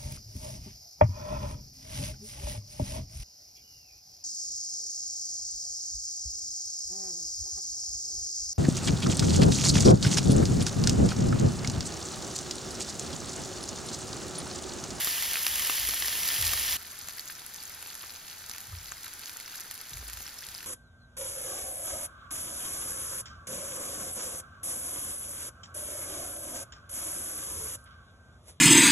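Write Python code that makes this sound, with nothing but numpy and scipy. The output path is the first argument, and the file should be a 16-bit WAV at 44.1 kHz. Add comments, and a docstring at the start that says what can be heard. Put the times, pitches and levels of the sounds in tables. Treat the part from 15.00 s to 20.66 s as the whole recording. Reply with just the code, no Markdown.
"""At a table with a hot grill pan, pork fat sizzles, first close by and then suddenly further off.
Tiny steam bubbles burst in a dense crackle, with louder spits that pop and ring on top.
Scissors and chopsticks knock dully on the pan and dishes. The house hums softly underneath,
and soft steps thud through the floor and table."""
import sys
import numpy as np
from scipy import signal
from scipy.fft import rfft, irfft
from scipy.io import wavfile
from scipy.ndimage import uniform_filter1d

SR = 44100
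rng = np.random.default_rng(int(sys.argv[2]) if len(sys.argv) > 2 else 0)


def to_wav(s):
    """Save 16-bit WAV."""
    ch = np.atleast_2d(s).T  # columns
    pcm = np.round(np.clip(ch, -1, 1) * 32767)  # PCM
    wavfile.write(sys.argv[1], SR, pcm.astype(np.int16))


N = 249606
TIME, FREQS = np.arange(N) / SR, np.fft.rfftfreq(N, 1 / SR)
FAR_FROM_S = 1.769  # when the sound jumps from close by to further off
LEFT_RIGHT = np.array([[1], [-1]])  # adds on the left, subtracts on the right


def undb(db):
    """Turn decibels into a number to multiply by."""
    return 10 ** (np.asarray(db) / 20)


def wander(per_s):
    """A smooth random wobble around zero, roughly 1 in size."""
    hold = int(SR / per_s)
    levels = np.repeat(rng.standard_normal(N // hold + 1), hold)
    return 2.8 * uniform_filter1d(uniform_filter1d(levels, hold), hold)[:N]


def unit_burst(sound):
    """Give a short sound the same energy as 2 ms (88 samples) at level 1."""
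    return sound / np.sqrt(np.sum(sound ** 2, axis=-1, keepdims=True) / 88)


def colour(noise, table):
    """Make each pitch in a white noise as strong as the table says."""
    hz, db = np.transpose(table)
    gain = undb(np.interp(np.log(FREQS + 1), np.log(hz), db)) * np.sqrt(SR / 2)
    return irfft(rfft(noise) * gain, N)


def steam_bubbles(per_s, spread_db, most_db, hiss, tail_s, width_octaves, flicker_db, smooth_below_hz):
    """Each bursting bubble lets out a flash of noise around its own pitch, over a steady hiss."""
    when, size, pitch = rng.random((int(per_s * N / SR), 3)).T
    size = undb(most_db * np.tanh(-spread_db * np.log(1 - size) / most_db))  # many small, few large
    pitch = np.log2(900) + 4.3 * pitch  # up to 4.3 octaves above 900 Hz
    noise = rfft(rng.standard_normal((2, N)))
    octave = np.log2(FREQS + 1)
    flicker = undb(2 * flicker_db * (wander(30) + 0.11 * wander(57)))
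    out = 0
    for centre in np.arange(7, 14.6, .5):  # half-octave bands from 128 Hz up
        band = np.cos(np.pi * np.clip(octave - centre, -.5, .5)) ** 2
        if centre == 7:  # the lowest band also takes all the bass below it
            band[octave < centre] = 1
        energy = size ** 2 * np.exp(-((pitch - centre) / width_octaves) ** 2)
        bursts = np.bincount((when * N).astype(int), energy, N)
        fade_s = tail_s * 2 ** (0.43 * (12 - centre))  # tail_s at 4096 Hz, longer lower down
        bursts = signal.lfilter([1], [1, -np.exp(-1 / (fade_s * SR))], bursts)
        # small bubbles put little into the bass, which stays a smooth hiss
        grain = (1 - hiss) / (1 + (smooth_below_hz / 2 ** centre) ** 2)
        power = 1 - grain + grain * bursts / bursts.mean() * flicker
        out = out + irfft(noise * band, N) * np.sqrt(power / power.mean())
    return out


# The tone of the sizzle, close by and further off. 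Each row: pitch in Hz, level in dB per Hz.
NEAR_TONE = [(150, -82.5), (500, -83), (1000, -78.5), (1550, -76.5), (1750, -70.5), (2500, -73.5),
             (3100, -69), (3800, -73), (5000, -71), (6500, -72.5), (10000, -69.5), (13000, -73.5),
             (15000, -67.5)]
FAR_TONE = [(150, -87.5), (550, -91.5), (800, -86.5), (1100, -88.5), (1500, -81), (1900, -85),
            (2900, -87.5), (3800, -85), (4600, -82.5), (5300, -85), (6300, -83.5), (11300, -86),
            (13000, -89), (15000, -85.5)]
# How hard the fat fries. Each row: time in seconds, change of level in dB.
NEAR_SWELL = [(0, 0.5), (.4, -1.76), (.7, 0.5), (1.0, -2), (1.3, 0.5), (1.55, 0.4), (1.75, -0.5)]
FAR_SWELL = [(1.8, -0.97), (2.1, -0.79), (2.4, -1.4), (2.6, -0.68), (2.8, -0.46), (3.05, -1.3), (3.3, -1.8),
             (3.55, -0.98), (3.8, -2.4), (4.05, -0.71), (4.3, -0.65), (4.45, -0.79), (4.65, -1.7),
             (4.85, -1.4), (5.0, -1.1), (5.25, -0.91), (5.34, -1.2), (5.6, -1)]


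def sizzle():
    """The crackle of bubbles swells and sinks as the fat fries. Returns the near and the far sound."""
    near = steam_bubbles(per_s=1300, spread_db=5.6, most_db=23.4, hiss=0.72, tail_s=0.0007,
                         width_octaves=1.2, flicker_db=0.67, smooth_below_hz=730)
    far = steam_bubbles(per_s=650, spread_db=3.7, most_db=15.5, hiss=0.56, tail_s=0.00084,
                        width_octaves=0.41, flicker_db=1.0, smooth_below_hz=1070)
    near *= undb(np.interp(TIME, *np.transpose(NEAR_SWELL)))
    far *= undb(np.interp(TIME, *np.transpose(FAR_SWELL)))
    return colour(near, NEAR_TONE), colour(far, FAR_TONE)


# The tone of the house's hum. Each row: pitch in Hz, level in dB per Hz before any boost.
HUM_TONE = [(20, -112), (38, -112), (55, -91), (85, -81), (130, -94), (220, -100), (500, -140)]


def house_hum(boost_db):
    """The house hums softly: a deep noise that is nearly the same on both sides."""
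    middle, side = colour(rng.standard_normal((2, N)), HUM_TONE) * undb(0.23 * wander(6.4))
    return undb(boost_db) * (middle + undb(-12.5) * side * LEFT_RIGHT)


def small_spit_rows(per_s=16):
    """Small spits fall at random, softer from further off. The rows are laid out like LOUD_SPITS."""
    count = int(per_s * N / SR)
    when, pitch, length = rng.random((count, 3)).T
    tilt, tick = rng.standard_normal((count, 4)).T[1:3]
    start_s = when * N / SR
    body_db = np.where(start_s < FAR_FROM_S, -52.5, -67)
    ring_hz, rise_cycles = 1615 * 2 ** (2.1 * pitch), 2.36 * (.5 + length)
    return np.transpose([start_s, body_db, 7 + 3 * tilt, body_db + 17 - tick,
                         ring_hz, body_db + 7, rise_cycles])


# Loud spits of fat. Each row: start in seconds, level of the pop's body in dB, its tilt towards the
# treble in dB per octave, tick level in dB, ring pitch in Hz, ring level in dB, ring rise in cycles.
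LOUD_SPITS = [(0.0465, -49.1, 3.1, -21, 6840, -33, 1.8), (0.0727, -35, 5, -30, 3900, -27, 1.5),
              (0.1027, -41, -6, -36, 3390.0, -40, 1.1), (0.108, -50, 9.8, -35, 4600, -23, 3.6),
              (0.1252, -43, 5, -36, 4010.0, -42.2, 3.8), (0.1809, -34.5, -5, -44.4, 2820, -23, 1.6),
              (0.2243, -32.5, -2, -25.5, 2000, -29, 1.2), (0.2354, -44.7, 11.3, -45.6, 4230, -23, 1.1),
              (0.2548, -39, -6.5, -45.7, 2870.0, -27, 1.5), (0.334, -39, -2.0, -24.5, 3850.0, -52.0, 4.4),
              (0.3414, -32.5, -3.5, -35.0, 4360.0, -31, 2.4), (0.3567, -32.5, -6, -36.2, 2400, -13.5, 0.46),
              (0.3703, -28.5, -2, -38, 5140.0, -31, 1.2), (0.3902, -38, 4.4, -30, 5590.0, -38.2, 1.7),
              (0.4665, -22, -1, -20, 5360, -21, 1.4), (0.5377, -49.7, 2.5, -45.3, 3370, -25, 1.9),
              (0.5581, -41, -6, -25, 2600, -28, 1.9), (0.5955, -31.5, -3, -25, 1900.0, -31, 1.9),
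              (0.6593, -44, 2, -44.7, 5140.0, -21, 1.7), (0.6694, -34, -1, -34.2, 3120.0, -31.5, 2.3),
              (0.6972, -29, -8, -26, 2610, -20, 1.7), (0.7516, -43, 3.0, -35, 2240.0, -38.3, 1.1),
              (0.7744, -37, 2.1, -42, 3870, -32, 1.0), (0.7819, -33, 4.2, -40, 2060.0, -25, 0.89),
              (0.8317, -34, 1, -30.0, 2150.0, -37.5, 1.7), (0.8891, -36, 7, -23, 5550, -25, 2.4),
              (0.8946, -31, 3, -37, 5140.0, -28, 2.4), (0.9374, -31, -5, -36, 5590.0, -27, 2.0),
              (0.9434, -48.7, 2.1, -24, 1200.0, -49, 1.3), (1.0233, -26, -4.5, -41, 3000, -18, 0.72),
              (1.0458, -42, -8, -45.9, 1900.0, -24, 1.9), (1.0571, -42.5, -8, -45.9, 1820, -29, 2.5),
              (1.0824, -30, -4, -37, 5360.0, -17, 1.2), (1.1271, -32.5, 0, -38.4, 3100, -27, 4),
              (1.1529, -33.5, -5, -30, 1980.0, -38, 1.7), (1.2336, -33, -1, -43.3, 6080.0, -24, 1.9),
              (1.2887, -28, 5, -27, 4800, -32, 1.8), (1.3032, -31, -2, -36, 3140, -25, 2.8),
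              (1.3419, -38, -3, -33.4, 5140.0, -26, 1.3), (1.3624, -48, -4, -36.5, 2870.0, -18.5, 1.0),
              (1.4116, -44, 4, -34, 3390.0, -28, 1.4), (1.4261, -36, -3, -28.4, 3360, -22, 1.4),
              (1.4677, -29.5, 8, -27, 6330.0, -32.1, 1.0), (1.4784, -38, 6, -23, 4730.0, -22, 1.2),
              (1.4929, -39, 9, -33.9, 2670, -22, 1.1), (1.5315, -38, -4, -31, 3050, -28, 2.8),
              (1.5349, -29.5, -6, -23, 5250, -27, 3.9), (1.5753, -32, -1, -35, 4180.0, -32.0, 1.3),
              (1.5951, -49, -3, -44.0, 1980.0, -45, 1.7), (1.6496, -38, 6, -37.4, 3260.0, -27, 1.5),
              (1.6788, -39, 1.5, -44.3, 3390.0, -34.0, 1.5), (1.6868, -30.5, 2, -40, 2060.0, -32.1, 1.6),
              (1.712, -36, 12, -43.7, 2640.0, -43.0, 2.8), (1.8156, -45, 3.4, -43.1, 3850.0, -50.4, 2.4),
              (1.8844, -49, 3, -50, 5200, -41, 1.5), (1.9972, -47, -2, -47, 5360.0, -41.1, 1.2),
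              (2.0294, -60, -2, -47.9, 6080.0, -34.9, 1.6), (2.0444, -53, 13, -44.2, 6080.0, -35.4, 1.8),
              (2.0944, -43, -7, -55, 2000, -49, 1.0), (2.0859, -40.5, 1, -34, 7000, -20, 1.6),
              (2.108, -43, 3, -40, 7180.0, -36.9, 1.8), (2.1828, -43, 12, -40, 1890, -34, 0.99),
              (2.1948, -40, 5, -32, 4570, -25, 2.6), (2.2772, -51, 9, -43, 6400, -23.5, 2.3),
              (2.394, -46.6, 2, -52, 1900.0, -43.3, 1.1), (2.4188, -46, 4, -45, 3260.0, -44.6, 1.4),
              (2.464, -59, 4, -34.5, 7180.0, -35, 1.3), (2.5385, -49, 2, -40, 3690.0, -36, 1.1),
              (2.5443, -48, 3.5, -39, 6080.0, -27, 2.2), (2.5612, -47, 9, -41, 6640, -24, 1.2),
              (2.584, -56, 3.1, -61.0, 3600, -40.3, 2.4), (2.6023, -54, 7.4, -58.8, 4630, -31, 3.3),
              (2.6276, -50, 13, -37.5, 5360.0, -32, 1.7), (2.6366, -56, 7, -36, 2640.0, -54.7, 1.2),
              (2.6543, -60.3, 7.8, -44, 6600.0, -27, 2.7), (2.6965, -55, 1.5, -37, 7180.0, -29, 1.7),
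              (2.7391, -55, 6, -52.4, 4870, -32, 2.4), (2.8271, -43, -8, -35.5, 1900.0, -56, 1.1),
              (2.8606, -51, -13, -55, 2500, -45, 1.1), (2.8737, -54, 1, -37.4, 7180.0, -38, 2.7),
              (2.8847, -53, -5, -40, 2150.0, -44.7, 1.2), (2.8921, -59, 10, -56.1, 6600.0, -32, 1.7),
              (2.953, -42, -1, -34, 1820.0, -44.1, 1.0), (3.031, -42, 0, -51, 4360.0, -52.6, 4.2),
              (3.0393, -46, -11, -61.4, 2640.0, -52.0, 1.7), (3.0615, -47, 7.7, -48, 5590.0, -48.1, 2.0),
              (3.0953, -43, 9, -57, 2820, -44, 1.2), (3.1048, -47, 12.5, -55, 4010.0, -43.0, 1.4),
              (3.1534, -52, 12.0, -50, 4540.0, -38, 1.3), (3.1607, -43, 3, -56.6, 6250, -29, 2),
              (3.2673, -52, 8, -47, 7180.0, -30, 1.3), (3.4405, -42.5, 2, -54, 2870.0, -46, 1.4),
              (3.4624, -52.6, 7.0, -40, 6600.0, -34, 2.5), (3.4964, -40, 7, -36, 7300, -23, 1.7),
              (3.5133, -37.5, 5, -55.7, 6040, -28, 2.3), (3.5823, -41.5, 5, -34, 1820.0, -38, 1.4),
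              (3.6052, -48, 1, -37, 6880.0, -34.2, 1.8), (3.6413, -50, -8, -44.9, 7180.0, -42, 1.3),
              (3.6704, -56.7, -4.7, -40, 6600.0, -45, 1.7), (3.7225, -52.6, -2, -45, 6880.0, -39, 1.8),
              (3.7516, -46, -5, -53, 4010.0, -40, 1.0), (3.786, -49, 1.8, -53.6, 5600, -34, 5.1),
              (3.8317, -54, 2.3, -63.1, 5360.0, -44, 3.1), (3.8831, -47.5, 14, -62.2, 1980.0, -42, 2.5),
              (3.9158, -55, 4.7, -45.3, 6500, -27, 3.3), (3.9203, -40, -4, -42, 7400, -16, 1.05),
              (3.9695, -52, 4, -43.0, 2060.0, -39, 1.7), (3.9805, -58, 4.8, -44, 4930.0, -35, 3.3),
              (4.0336, -58.7, 11.7, -40, 7180.0, -32, 1.4), (4.0451, -49, 5.4, -36, 3690.0, -41, 4.5),
              (4.0635, -42, 1, -52.0, 3850.0, -36, 3.5), (4.0807, -41, 0, -39, 2330.0, -52.6, 1.2),
              (4.1373, -56, 18, -36, 3120.0, -49, 3.0), (4.1943, -49, 0, -37, 2870.0, -59.9, 3.0),
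              (4.2155, -52, 5.2, -42, 7180.0, -46, 3.3), (4.2353, -41, 4, -61.2, 4540.0, -42, 4.3),
              (4.2581, -42, 7, -42.4, 6500, -26, 1.7), (4.2735, -52, 12, -44.9, 3020, -34, 1.4),
              (4.2954, -39, 4, -37, 3540.0, -41.9, 1.6), (4.3621, -50, -3, -60.1, 1360.0, -34, 1.2),
              (4.3702, -57, 12.0, -34, 6270, -28, 2.1), (4.4007, -45, 4, -35.5, 2060.0, -35, 1.1),
              (4.4607, -52, 3.8, -53, 5550, -27, 2.2), (4.4788, -41, -2, -47, 3690.0, -45, 2.2),
              (4.5569, -46.4, 10, -36, 5860, -39, 2.0), (4.5989, -45, 3, -37, 4540.0, -34, 1.1),
              (4.6739, -52, -2, -49, 4730.0, -44, 1.6), (4.7118, -38, -2, -31, 7000, -30, 1.2),
              (4.719, -52.7, 7.3, -40, 1820.0, -47, 1.6), (4.7521, -50, 7.2, -39.5, 4930.0, -39, 2.4),
              (4.7778, -45.4, 0.8, -39, 6880.0, -34, 1.0), (4.8048, -42, 3, -59.1, 2540.0, -49.2, 1.3),
              (4.8137, -44, 2.5, -34.5, 6330.0, -36, 1.1), (4.9066, -56, 5, -39, 5830.0, -36.2, 1.5),
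              (4.933, -42, 6, -39, 3690.0, -26, 1.1), (4.9393, -53, 6.2, -60.7, 6080.0, -26, 2.7),
              (4.9713, -44, 1, -36, 2150.0, -33, 0.89), (5.0701, -47, 4.6, -59.4, 4730.0, -32, 2.8),
              (5.0988, -41.5, 0, -36, 6880.0, -27, 1.3), (5.1325, -42, 3, -33, 6600.0, -27, 1.3),
              (5.173, -41, -4, -36, 2430.0, -47, 1.4), (5.2208, -56, 10, -41, 6400, -30, 2.9),
              (5.2528, -58, -3, -49, 4930.0, -43.4, 4.2), (5.2658, -52, 3.4, -48.6, 5440, -24.5, 2.7),
              (5.2783, -41, -1, -42, 6330.0, -41, 2.4), (5.2922, -47, 11, -53.5, 4200, -32, 1.5),
              (5.3887, -62, 9.2, -46, 5330, -26, 1.7), (5.4071, -60, 12.0, -51.4, 5590.0, -32, 2.4),
              (5.4233, -50, -5, -43, 1700, -35, 1.1), (5.4298, -50, -7.0, -61.5, 1890, -37, 1.1),
              (5.4672, -58.6, 12.0, -39.9, 7180.0, -33.7, 1.3), (5.4874, -40.5, 5, -38, 4540.0, -42, 1.6),
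              (5.549, -44, 6, -49.2, 4900, -23, 1.4), (5.5802, -51.3, 7.5, -48.0, 4700, -30, 1.8),
              (5.5867, -43, 4, -54.3, 4400, -36.2, 1.7), (5.6054, -43, -3, -53.5, 2730, -39, 1.4),
              (5.6294, -45, 3, -40, 1750, -36, 0.86), (5.6434, -43, -1, -52, 5230, -38, 1.3)]
# Droplets too small to have a body or a ring. Each row: start in seconds, tick level in dB.
DROPLET_TICKS = [(1.9112, -47), (1.9166, -47), (2.0206, -43), (2.0964, -41), (2.1248, -40), (2.2565, -39),
                 (2.2853, -42), (2.6672, -44), (2.7195, -44), (2.7486, -48), (2.8209, -43), (2.9755, -43),
                 (2.9944, -44), (3.0162, -46), (3.4894, -41), (3.5165, -40), (3.5514, -43), (3.562, -40),
                 (3.6133, -39), (4.0601, -40), (4.3161, -43), (4.3307, -45), (4.3357, -43), (4.5157, -44),
                 (4.6366, -43), (4.742, -36), (4.894, -42), (4.9556, -41), (4.9929, -44), (5.084, -37),
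                 (5.1384, -39), (5.2035, -37.5), (5.342, -42), (5.386, -40), (5.3919, -43), (5.4918, -45),
                 (5.643, -41)]
# The four parts of a pop: puff, crack and snap form its body, and the tick sits on top.
# Each row: lowest pitch in Hz, highest pitch in Hz, rise time in seconds.
POP_BANDS = [(234, 1640, 0.001), (1160, 3800, 0.00052), (4000, 5570, 0.00034), (7040, 13200, 0.00018)]


def spits(body_hz=2860, tail_s=0.0062, silent_db=-90):
    """Each spit is a sharp pop with a spray of noise, and a bubble that rings for a few cycles."""
    out, t = np.zeros((2, N + 1024)), np.arange(1024) / SR
    ticks = [(start_s, silent_db, 0, db, body_hz, silent_db, 1) for start_s, db in DROPLET_TICKS]
    rows = [*LOUD_SPITS, *ticks, *small_spit_rows()]
    start_s, body_db, tilt_db, tick_db, ring_hz, ring_db, rise_cycles = np.transpose(rows)[:, :, None]
    noise = rng.standard_normal((len(rows), 2, len(t))).swapaxes(0, 1)
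    sound = np.zeros_like(noise)
    push = np.sign(noise[0, :, :1])  # a pop starts as pressure or as suction
    age = t * ring_hz / np.maximum(rise_cycles, .5)  # counted in rise times
    fade = 2.27  # the ring fades this many times slower than it rises
    glide = 1 + .012 * (age / fade - 1)  # the pitch rises a little as the bubble closes
    ragged = 1 + .6 * uniform_filter1d(noise[1], size=9)
    ring_shape = (1 - np.exp(-age)) * np.exp((1 - age) / fade)
    sound[0] = undb(ring_db) * np.sin(2 * np.pi * ring_hz * t * glide) * ragged * ring_shape
    for k, (low_hz, high_hz, rise_s) in enumerate(POP_BANDS):
        band = signal.butter(2, [low_hz, high_hz], "band", fs=SR, output="sos")
        octave = np.log2(np.sqrt(low_hz * high_hz) / body_hz)
        # the body falls away on both sides of body_hz; the puff gets 1.5 dB back
        band_db = body_db + tilt_db * octave - 5.5 * octave ** 2 + 1.5 * (k == 0)
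        spray = t / rise_s * np.exp(1 - t / rise_s)
        # a brief echo or ring of the pan trails each pop, weaker in each higher band
        tail = undb(6 - 5.5 * k) * np.exp(-t / tail_s) * (t > rise_s)
        burst = unit_burst(signal.sosfilt(band, noise * (spray + tail)))
        # every other band is flipped so that they join without a hollow
        pop = push * (-1) ** k * unit_burst(signal.sosfilt(band, 1. * (t == 0)))
        burst[0] = unit_burst(pop + undb(-1.5) * burst[0])
        sound += undb(tick_db if k == len(POP_BANDS) - 1 else band_db) * burst
    for k, start in enumerate((start_s[:, 0] * SR).astype(int)):
        out[:, start:start + len(t)] += sound[:, k]
    return out[:, :N]


# Knocks and scrapes of scissors and chopsticks. Each row: start in seconds, level in dB,
# length of the touch in seconds, tilt towards the treble in dB per octave.
UTENSIL_KNOCKS = [(0.0731, -30.5, .0003, -2), (0.32, -40, .0003, 1), (0.6974, -28.5, 0.00068, 2),
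                  (0.89, -35.5, 0.0015, -6), (1.5319, -30, 0.0054, 1.5), (1.7598, -38.5, .0006, 0),
                  (2.0858, -42, 0.0011, 0), (3.0385, -45, 0.00085, 2), (3.4966, -47, .001, 0),
                  (3.7239, -42, 0.0088, 5), (3.92, -40, 0.00027, 9), (4.33, -49, 0.0011, -2),
                  (4.6605, -47, .001, 2), (5.0283, -45, .001, 0)]
# The notes of pan and dishes. Each row: pitch in Hz, relative level in dB, seconds to fade by 60 dB.
DISH_NOTES = [(298, -16.5, 0.078), (460, -7.5, 0.026), (780, -7.5, 0.035), (1250, 6.5, 0.019),
              (1630, 8, .008)]


def knocks():
    """A blow, or a short rough scrape, rings the low notes of the pan and dishes."""
    out, t = np.zeros((2, N + 2048)), np.arange(2048) / SR
    hz, note_db, fade_s = np.transpose(DISH_NOTES)[:, :, None]
    for start_s, db, touch_s, tilt_db in UTENSIL_KNOCKS:
        # each knock lands somewhere else, which shifts the notes
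        shifted_hz = hz * (1 + 0.023 * rng.standard_normal(hz.shape))
        strength = undb(note_db + tilt_db * np.log2(hz / 800))
        ring = np.sum(strength * np.sin(2 * np.pi * shifted_hz * t) * undb(-60 * t / fade_s), axis=0)
        contact = rng.standard_normal((2, 1024)) * np.exp(-(t[:1024] / touch_s) ** 2)
        contact[:, 0] = 5.5  # the first touch is harder than the roughness that follows
        knock = signal.fftconvolve(contact, ring[None], axes=1)[:, :len(t)]
        start = int(start_s * SR)
        out[:, start:start + len(t)] += undb(db) * unit_burst(knock)
    return out[:, :N]


# Soft steps. Each row: start in seconds, then a level in dB for each of the four floor notes.
FOOTSTEPS = [(0.47, -51, -55, -66, -68), (0.76, -47.5, -54, -61, -70), (0.98, -52, -59, -68, -72),
             (1.37, -42, -36.5, -46, -51), (1.51, -48, -49.5, -53, -69), (1.67, -58, -49.5, -63.5, -64),
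             (3.674, -48.5, -45.5, -52, -58), (3.8, -66, -59, -67, -59), (4.912, -43.5, -46, -52, -51.5),
             (5.09, -51.5, -55, -63, -74), (5.43, -60, -66, -63, -63)]
# The notes of floor and table; lower ones peak later.
# Each row: pitch in Hz, seconds to reach the peak, steepness of the rise and fall.
FLOOR_NOTES = [(55.2, 0.091, 2.2), (84.5, 0.074, 4.4), (109.7, 0.032, 1), (151, 0.017, 1.05)]


def footsteps(near):
    """Each near (or far) step swells and fades, unevenly, in the low notes of floor and table."""
    out = np.zeros(N)
    wobbles = [(undb(wander(17)), 0.59 * wander(17)) for _ in FLOOR_NOTES]
    for start_s, *levels_db in FOOTSTEPS:
        if (start_s < FAR_FROM_S) != near:
            continue
        age = np.maximum(TIME - start_s, 0)
        for (hz, peak_s, steepness), db, (gain, drift) in zip(FLOOR_NOTES, levels_db, wobbles):
            shape = (age / peak_s * np.exp(1 - age / peak_s)) ** steepness
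            out += undb(db) * gain * shape * np.sin(2 * np.pi * hz * age + drift)
    return out


# How the pan's sound reaches two microphones, most treble arriving at the right one first. Each row:
# pitch in Hz, how alike the sides are from 0 to 1, left minus right in dB, right's lead in radians.
NEAR_STEREO = [(150, .97, .3, 0), (500, .87, 1, 0), (1000, .8, 2.5, 0), (1500, .3, -2.5, 0),
               (1900, .92, -3, 0), (2500, .99, 0, 0), (4900, 1, 0, 0), (6200, .8, 0, .95),
               (7200, .82, 0, 1.75), (8100, 1, 0, 3.1), (8900, 1, 0, 3.2), (10000, .85, 0, 4.65),
               (11200, 1, 0, 6.2), (12500, 1, 0, 6.35), (13300, .82, 0, 7.3), (15300, .95, 0, 9.4)]
FAR_STEREO = [(150, .92, .4, 0), (300, .75, .8, 0), (800, .32, 1.9, 0), (1150, .75, 0, 0),
              (1500, .55, 3, .9), (1850, .99, .3, 0), (2600, .95, 0, 0), (3300, .68, -1, -.55),
              (4600, .77, 1, -.66), (5300, .36, 1.3, .7), (6300, .66, -1, 1.2), (7400, .8, 0, 1.95),
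              (8100, .98, 0, 3.1), (8800, .98, 0, 3.2), (10000, .8, 0, 4.65), (11200, .99, 0, 6.2),
              (12300, .99, 0, 6.35), (13200, .75, 0, 7.1), (15300, .93, 0, 9.4)]


def stereo(pair, table):
    """Make left and right from a pair of sounds: one that both sides share, one that sets them apart."""
    hz, *columns = np.transpose(table)
    alike, balance_db, lead = (np.interp(FREQS, hz, column) for column in columns)
    shared, apart = rfft(pair)
    mix = np.sqrt((1 + alike) / 2) * shared + LEFT_RIGHT * np.sqrt((1 - alike) / 2) * apart
    return irfft(mix * np.exp(-.5j * LEFT_RIGHT * lead) * undb(LEFT_RIGHT * balance_db / 2), N)


def scene():
    """The pan, the house and the steps, heard close by and then from further off."""
    spits_and_knocks = spits() + knocks()
    near_sizzle, far_sizzle = sizzle()
    near_pan = stereo(near_sizzle + spits_and_knocks, NEAR_STEREO)
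    far_pan = stereo(far_sizzle + spits_and_knocks, FAR_STEREO)
    near = near_pan + house_hum(boost_db=5.5) + footsteps(near=True)
    far = far_pan + house_hum(boost_db=0) + footsteps(near=False)
    return np.where(TIME < FAR_FROM_S, near, far)


def record(dry):
    """The very highest treble, above 15700 Hz, is cut away."""
    return signal.sosfilt(signal.ellip(10, .2, 70, 15700, fs=SR, output="sos"), dry)


dry = scene()
out = record(dry)
to_wav(out)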